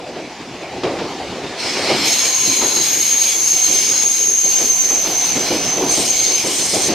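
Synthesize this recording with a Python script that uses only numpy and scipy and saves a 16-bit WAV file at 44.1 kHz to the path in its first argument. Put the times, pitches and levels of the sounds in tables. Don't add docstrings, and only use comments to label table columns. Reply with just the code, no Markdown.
import sys
import numpy as np
from scipy import signal
from scipy.fft import rfft, irfft, next_fast_len
from scipy.io import wavfile
from scipy.ndimage import uniform_filter1d

SR = 44100
rng = np.random.default_rng(int(sys.argv[2]) if len(sys.argv) > 2 else 0)


def pcm_store(signal):
    levels = np.round(np.clip(np.atleast_2d(signal), -1, 1) * 32767)
    wavfile.write(sys.argv[1], SR, levels.astype(np.int16).T)


N = 306054
TIME = np.arange(N) / SR


def from_db(db):
    return 10 ** (np.asarray(db) / 20)


def unit(x):
    return x / np.sqrt(np.mean(x ** 2) + 1e-20)


def follow(rows, column=1):
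    rows = np.asarray(rows)
    return np.interp(TIME, rows[:, 0], rows[:, column])


def colour(points, hz):
    f, value = np.transpose(points)
    return np.interp(np.log(hz + 1), np.log(f), value)


def drift(rate_hz):
    size = next_fast_len(N)
    hz = np.fft.rfftfreq(size, 1 / SR)
    return unit(irfft(rfft(rng.standard_normal(size)) * np.exp(-(hz / rate_hz) ** 2), size)[:N])


def gate(start, end, fade_s):
    return np.sin(np.pi / 2 * np.clip(np.minimum(TIME - start, end - TIME) / fade_s, 0, 1))


# f/Hz, coherence
MIC_COHERENCE = [(25, 0.92), (60, 0.97), (130, 1), (300, 1), (700, 0.99), (1400, 0.99), (3000, 0.88),
                 (5000, 0.67), (6500, 0.49), (8500, 0.065), (15000, -0.13)]
def noise(spectrum, band_hz=None, modes=(), patchy_db=0):
    hz = np.fft.rfftfreq(2048, 1 / SR)
    a, b, c, d, patches = rng.standard_normal((5, N // 512 + 5, len(hz)))
    patches = unit(uniform_filter1d(uniform_filter1d(patches, size=6, axis=0), size=16, axis=1))
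    ring = 1 + sum(from_db(db) ** 2 / (1 + (2 * (hz - f) / width) ** 2) for f, width, db in modes)
    gain = from_db(colour(spectrum, hz) + patchy_db * patches) * np.sqrt(ring)
    coherence = np.clip(colour(MIC_COHERENCE, hz), -.9, .999)
    spread = np.sqrt((1 - coherence) / (1 + coherence))
    frames = gain * np.array([a + 1j * b, (c + 1j * d) * spread])
    mid, side = signal.istft(frames.swapaxes(1, 2), nperseg=2048, noverlap=1536)[1][:, :N]
    in_band = mid
    if band_hz:
        in_band = signal.sosfilt(signal.butter(4, band_hz, "bandpass", fs=SR, output="sos"), mid)
    return np.array([mid + side, mid - side]) / in_band.std()


def whistle(hz, width_hz, spread):
    size = next_fast_len(N)
    offset_hz = np.fft.fftfreq(size, 1 / SR)
    a, b = rng.standard_normal((2, 2, size))
    flutter = np.fft.ifft((a + 1j * b) / (1 + (offset_hz / width_hz) ** 2))[:, :N]
    mid, side = unit((flutter * np.exp(2j * np.pi * np.cumsum(hz) / SR)).real)
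    return np.array([mid + spread * side, mid - spread * side])


def passing(abreast, train_m_s=12.5, mic_distance_m=6.4, sound_m_s=343):
    along = train_m_s * (TIME - abreast)
    distance = np.hypot(along, mic_distance_m)
    bearing = along / distance
    shift = 1 / (1 + train_m_s * bearing / sound_m_s) - 1
    return shift, mic_distance_m / distance, bearing


# t/s, rumble level/dB, roar level/dB
ROLLING_LEVELS = [(0.0, -33, -45), (0.69, -31, -42.5), (0.99, -24.5, -39), (1.45, -29, -39.5),
                  (1.8, -26.5, -32.5), (1.91, -21.5, -29), (2.34, -33, -39), (2.74, -29, -40),
                  (2.88, -33.5, -36.5), (3.52, -36, -44.5), (3.86, -33, -39.5), (4.42, -38, -46),
                  (4.6, -35.5, -42), (5.68, -24, -35.5), (5.87, -26, -37.5), (6.05, -31.5, -44),
                  (6.34, -30.5, -42.5), (6.94, -25.5, -36)]
# f/Hz, width/Hz, level/dB over the broad rumble
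BOGIE_RESONANCES = [(154, 92, -2), (365, 56, 3), (733, 56, -1.5)]
# f/Hz, level/dB
RUMBLE_SPECTRUM = [(20, -48), (45, -21), (70, -12.5), (120, -9), (200, -5.5), (280, -1), (370, -2.5),
                   (470, -2), (600, -4.5), (800, -3.5), (1000, -10), (1400, -21), (3000, -52)]
ROAR_SPECTRUM = [(300, -19), (1000, 2), (1500, 1.5), (2300, 6), (3300, 1.5), (5000, -1), (6800, -6.5),
                 (8500, -16.5), (11000, -25), (15500, -40)]
def rolling():
    bumps_db = drift(18)
    rumble = noise(RUMBLE_SPECTRUM, (60, 1100), BOGIE_RESONANCES, patchy_db=2.5)
    rumble *= from_db(follow(ROLLING_LEVELS) + bumps_db - 0.23)
    roar = noise(ROAR_SPECTRUM, (1200, 1900), patchy_db=2)
    roar *= from_db(follow(ROLLING_LEVELS, column=2) + 0.56 * bumps_db - 1)
    return rumble + roar


# t/s, leading thud level/dB, trailing thud level/dB, clank level/dB re thud
JOINT_CROSSINGS = [(0.002, -36, -26.5, -15), (0.835, -18.5, -21.5, -10), (1.764, -22, -20.5, -18),
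                   (2.614, -21.5, -26.5, -6.5), (3.528, -32.5, -30, -10), (3.869, -32.5, -35, -10),
                   (4.44, -29, -23.5, -22), (4.904, -26.5, -24.5, -10), (5.353, -19.5, -17, -17),
                   (5.82, -17.5, -19.5, -15.5), (6.285, -30, -21, -13), (6.733, -17, -17.5, -23)]
# f/Hz, level/dB
THUD_SPECTRUM = [(20, -44), (55, -27), (110, -10), (200, -5), (290, 1.5), (380, 0.5), (500, 0), (720, -5),
                 (1000, -13.5), (1500, -22), (3000, -58)]
CLANK_SPECTRUM = [(400, -3), (1000, 5), (1500, -3), (2500, -2), (4500, -7.5), (7000, -19), (10000, -40),
                  (15000, -52)]
def rail_joints(axle_gap_s=.152, hold_s=.038, rise_s=.004, contact_s=.002, roof_db=-11, crack_db=-2):
    thud_t60, roof_t60, clank_t60, crack_t60 = .27, .7, .47, .042
    thud_power, clank_power = np.zeros((2, N))
    for start, leading_db, trailing_db, clank_db in JOINT_CROSSINGS:
        for hit, db in (start, leading_db), (start + axle_gap_s, trailing_db):
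            age = np.maximum(TIME - hit + contact_s, 0)
            shudder = from_db(-60 * np.maximum(age - hold_s, 0) / thud_t60)
            roof = from_db(roof_db - 60 * age / roof_t60)
            thud_power += (from_db(db) * (1 - np.exp(-age / rise_s))) ** 2 * (shudder ** 2 + roof ** 2)
            steel = from_db(-60 * age / clank_t60) + from_db(crack_db - 60 * age / crack_t60)
            clank_power += (from_db(db + clank_db) * steel * (1 - np.exp(-age / contact_s))) ** 2
    thuds = noise(THUD_SPECTRUM, (100, 1100), BOGIE_RESONANCES, patchy_db=1.5) * np.sqrt(thud_power)
    clanks = noise(CLANK_SPECTRUM, (1000, 1900)) * np.sqrt(clank_power)
    return from_db(-1.87) * thuds + from_db(-0.5) * clanks


# t/s, scrape level/dB, fizz level/dB
FLANGE_LEVELS = [(1.5, -38, -64), (1.6, -24, -63), (1.98, -22.5, -45), (2.07, -16.5, -30),
                 (2.32, -23, -34.5), (2.83, -23, -33), (3.44, -25, -33), (3.95, -23, -33.5),
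                 (4.36, -31.5, -40.5), (4.59, -22, -34.5), (4.74, -30.5, -37.5), (5.64, -24, -39.5),
                 (5.83, -32, -41.5), (5.95, -22.5, -35), (6.89, -23.5, -38), (6.94, -26, -48)]
# peak t/s, level/dB added to the scrape
FLANGE_SWELLS = [(2.56, 2.5), (3.26, 3), (3.79, 1.5), (4.19, 3), (5.08, 0.5), (5.47, 3), (6.4, 3)]
# start t/s, end t/s, level/dB
FLANGE_BITES = [(5.897, 6.115, -23), (6.452, 6.891, -22.5)]
# f/Hz, width/Hz, level/dB over the broad noise
SCRAPE_MODES = [(2220, 233, 10.5), (4200, 250, 6.5), (5310, 360, 6.5), (6530, 330, 5), (7560, 190, 5.5),
                (8540, 200, 9.5)]
RASP_MODES = [(8530, 210, 12)]
# f/Hz, level/dB
SCRAPE_SPECTRUM = [(900, -12), (1700, -11.5), (2400, -5), (3100, 3.5), (3700, -0.5), (4800, 2),
                   (5800, -1.5), (7000, -10.5), (8000, -11.5), (10000, -20), (15500, -31)]
FIZZ_SPECTRUM = [(3000, -51), (6000, -12), (7400, 10.5), (8000, 0), (8500, 8), (9100, 2), (10000, 2),
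                 (12500, 1.5), (14000, -1.5), (15500, -10.5)]
RASP_SPECTRUM = [(2000, -36), (3500, -18), (6000, 6), (7400, 3), (8000, -2.5), (8600, -3), (9600, -5),
                 (11000, -13), (15000, -30)]
def flanges(start_s=1.543, swell_s=.057):
    grip_db = 0.99 * drift(29)
    swell_db = sum(db * np.exp(-((TIME - peak) / swell_s) ** 2) for peak, db in FLANGE_SWELLS)
    scrape = noise(SCRAPE_SPECTRUM, (2500, 5600), SCRAPE_MODES, patchy_db=2)
    scrape *= from_db(follow(FLANGE_LEVELS) + swell_db + grip_db - 1.62)
    fizz = noise(FIZZ_SPECTRUM, (10500, 15000), patchy_db=3)
    fizz *= from_db(follow(FLANGE_LEVELS, column=2) + 0.89 * swell_db + 1.1 * grip_db - 2.5)
    pressure = sum(from_db(db) * gate(start, end, fade_s=.02) for start, end, db in FLANGE_BITES)
    rasp = noise(RASP_SPECTRUM, modes=RASP_MODES, patchy_db=3) * pressure * from_db(1.7 * drift(40))
    return (scrape + fizz) * gate(start_s, np.inf, fade_s=.09) + rasp


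# start t/s, end t/s, abreast of the microphone t/s, f/Hz, level/dB
FAINT_TONES = [(1.5, 2.5, 2.58, 2194, -36), (1.75, 3.098, 2.5, 4123, -30), (2.004, 2.16, 2.7, 5240, -27),
               (2.1, 2.75, 2.5, 1036, -39), (2.3, 2.9, 4.1, 10550, -41), (2.8, 3.22, 2.9, 11900, -37.5),
               (2.95, 4.3, 3.69, 2235, -37.5), (3.15, 3.7, 3.6, 10530, -38), (3.6, 4.548, 4.2, 10600, -39),
               (3.6, 4.08, 3.69, 5220, -30.5), (3.85, 5.45, 5, 12640, -40.5)]
def faint_tones(flutter_db=1.8, doppler_share=.75):
    out = np.zeros((2, N))
    for start, end, abreast, hz, db in FAINT_TONES:
        shift = passing(abreast)[0]
        coherence = np.clip(colour(MIC_COHERENCE, hz), 0, 1)
        spread = np.sqrt((1 - coherence) / (1 + coherence))
        line = whistle(hz * (1 + doppler_share * shift), width_hz=25 + .016 * hz, spread=spread)
        swell = gate(start, end, fade_s=.33 * (end - start))
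        out += from_db(db + flutter_db * drift(14)) * swell * line
    return out


# start t/s, slip end t/s, abreast of the microphone t/s, direct level/dB, echo level/dB
WHEEL_SQUEALS = [(2.042, 3.815, 3.69, -19, -17.5), (2.293, 2.47, 2.58, -23, -23),
                 (3.83, 4.81, 4.6, -16.5, -17), (4.8, 5.03, 4.6, -21.5, -18), (5.086, 5.33, 4.6, -20, -18),
                 (5.316, 5.88, 4.47, -17.5, -28.5), (5.63, 5.77, 4.5, -20, -20.5),
                 (5.854, 5.944, 5.6, -25, -20), (6.038, 6.37, 6.28, -24.5, -18),
                 (6.538, 6.613, 6.28, -27, -22), (6.77, 6.86, 6.28, -26, -21)]
def squeals(mode_hz=6345, rise_s=.074, ring_t60=.57, pan_db=1.5):
    out = np.zeros((2, N))
    waver_hz = 10 * drift(40)
    lag_rad = 0.27 + .5 * drift(10)
    flutter = from_db(2.7 * drift(26))
    for start, end, abreast, direct_db, echo_db in WHEEL_SQUEALS:
        shift, nearness, bearing = passing(abreast)
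        phase = 2 * np.pi * np.cumsum(mode_hz * (1 + shift) + waver_hz) / SR
        tone = unit(np.sin([phase + lag_rad / 2, phase - lag_rad / 2]) * flutter)
        direct = from_db(direct_db) * nearness * tone
        smear = whistle(mode_hz * (1 + .6 * shift), width_hz=180, spread=.59)
        echoes = from_db(echo_db) * nearness ** .15 * smear
        ring_out = from_db(-60 * np.maximum(TIME - end, 0) / ring_t60)
        pan = from_db(np.outer([-.5, .5], pan_db * bearing))
        out += gate(start, np.inf, rise_s) * ring_out * pan * (direct + echoes)
    return out


def scene():
    return rolling() + rail_joints() + flanges() + squeals() + faint_tones()


def record(dry):
    ceiling, edge_hz = .9, 15700
    rounded = dry / (1 + (dry / ceiling) ** 8) ** (1 / 8)
    lowpass = signal.firwin(511, edge_hz, window=("kaiser", 9), fs=SR)
    return signal.oaconvolve(rounded, lowpass[None], "same", axes=1)


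dry = scene()
out = record(dry)
pcm_store(out)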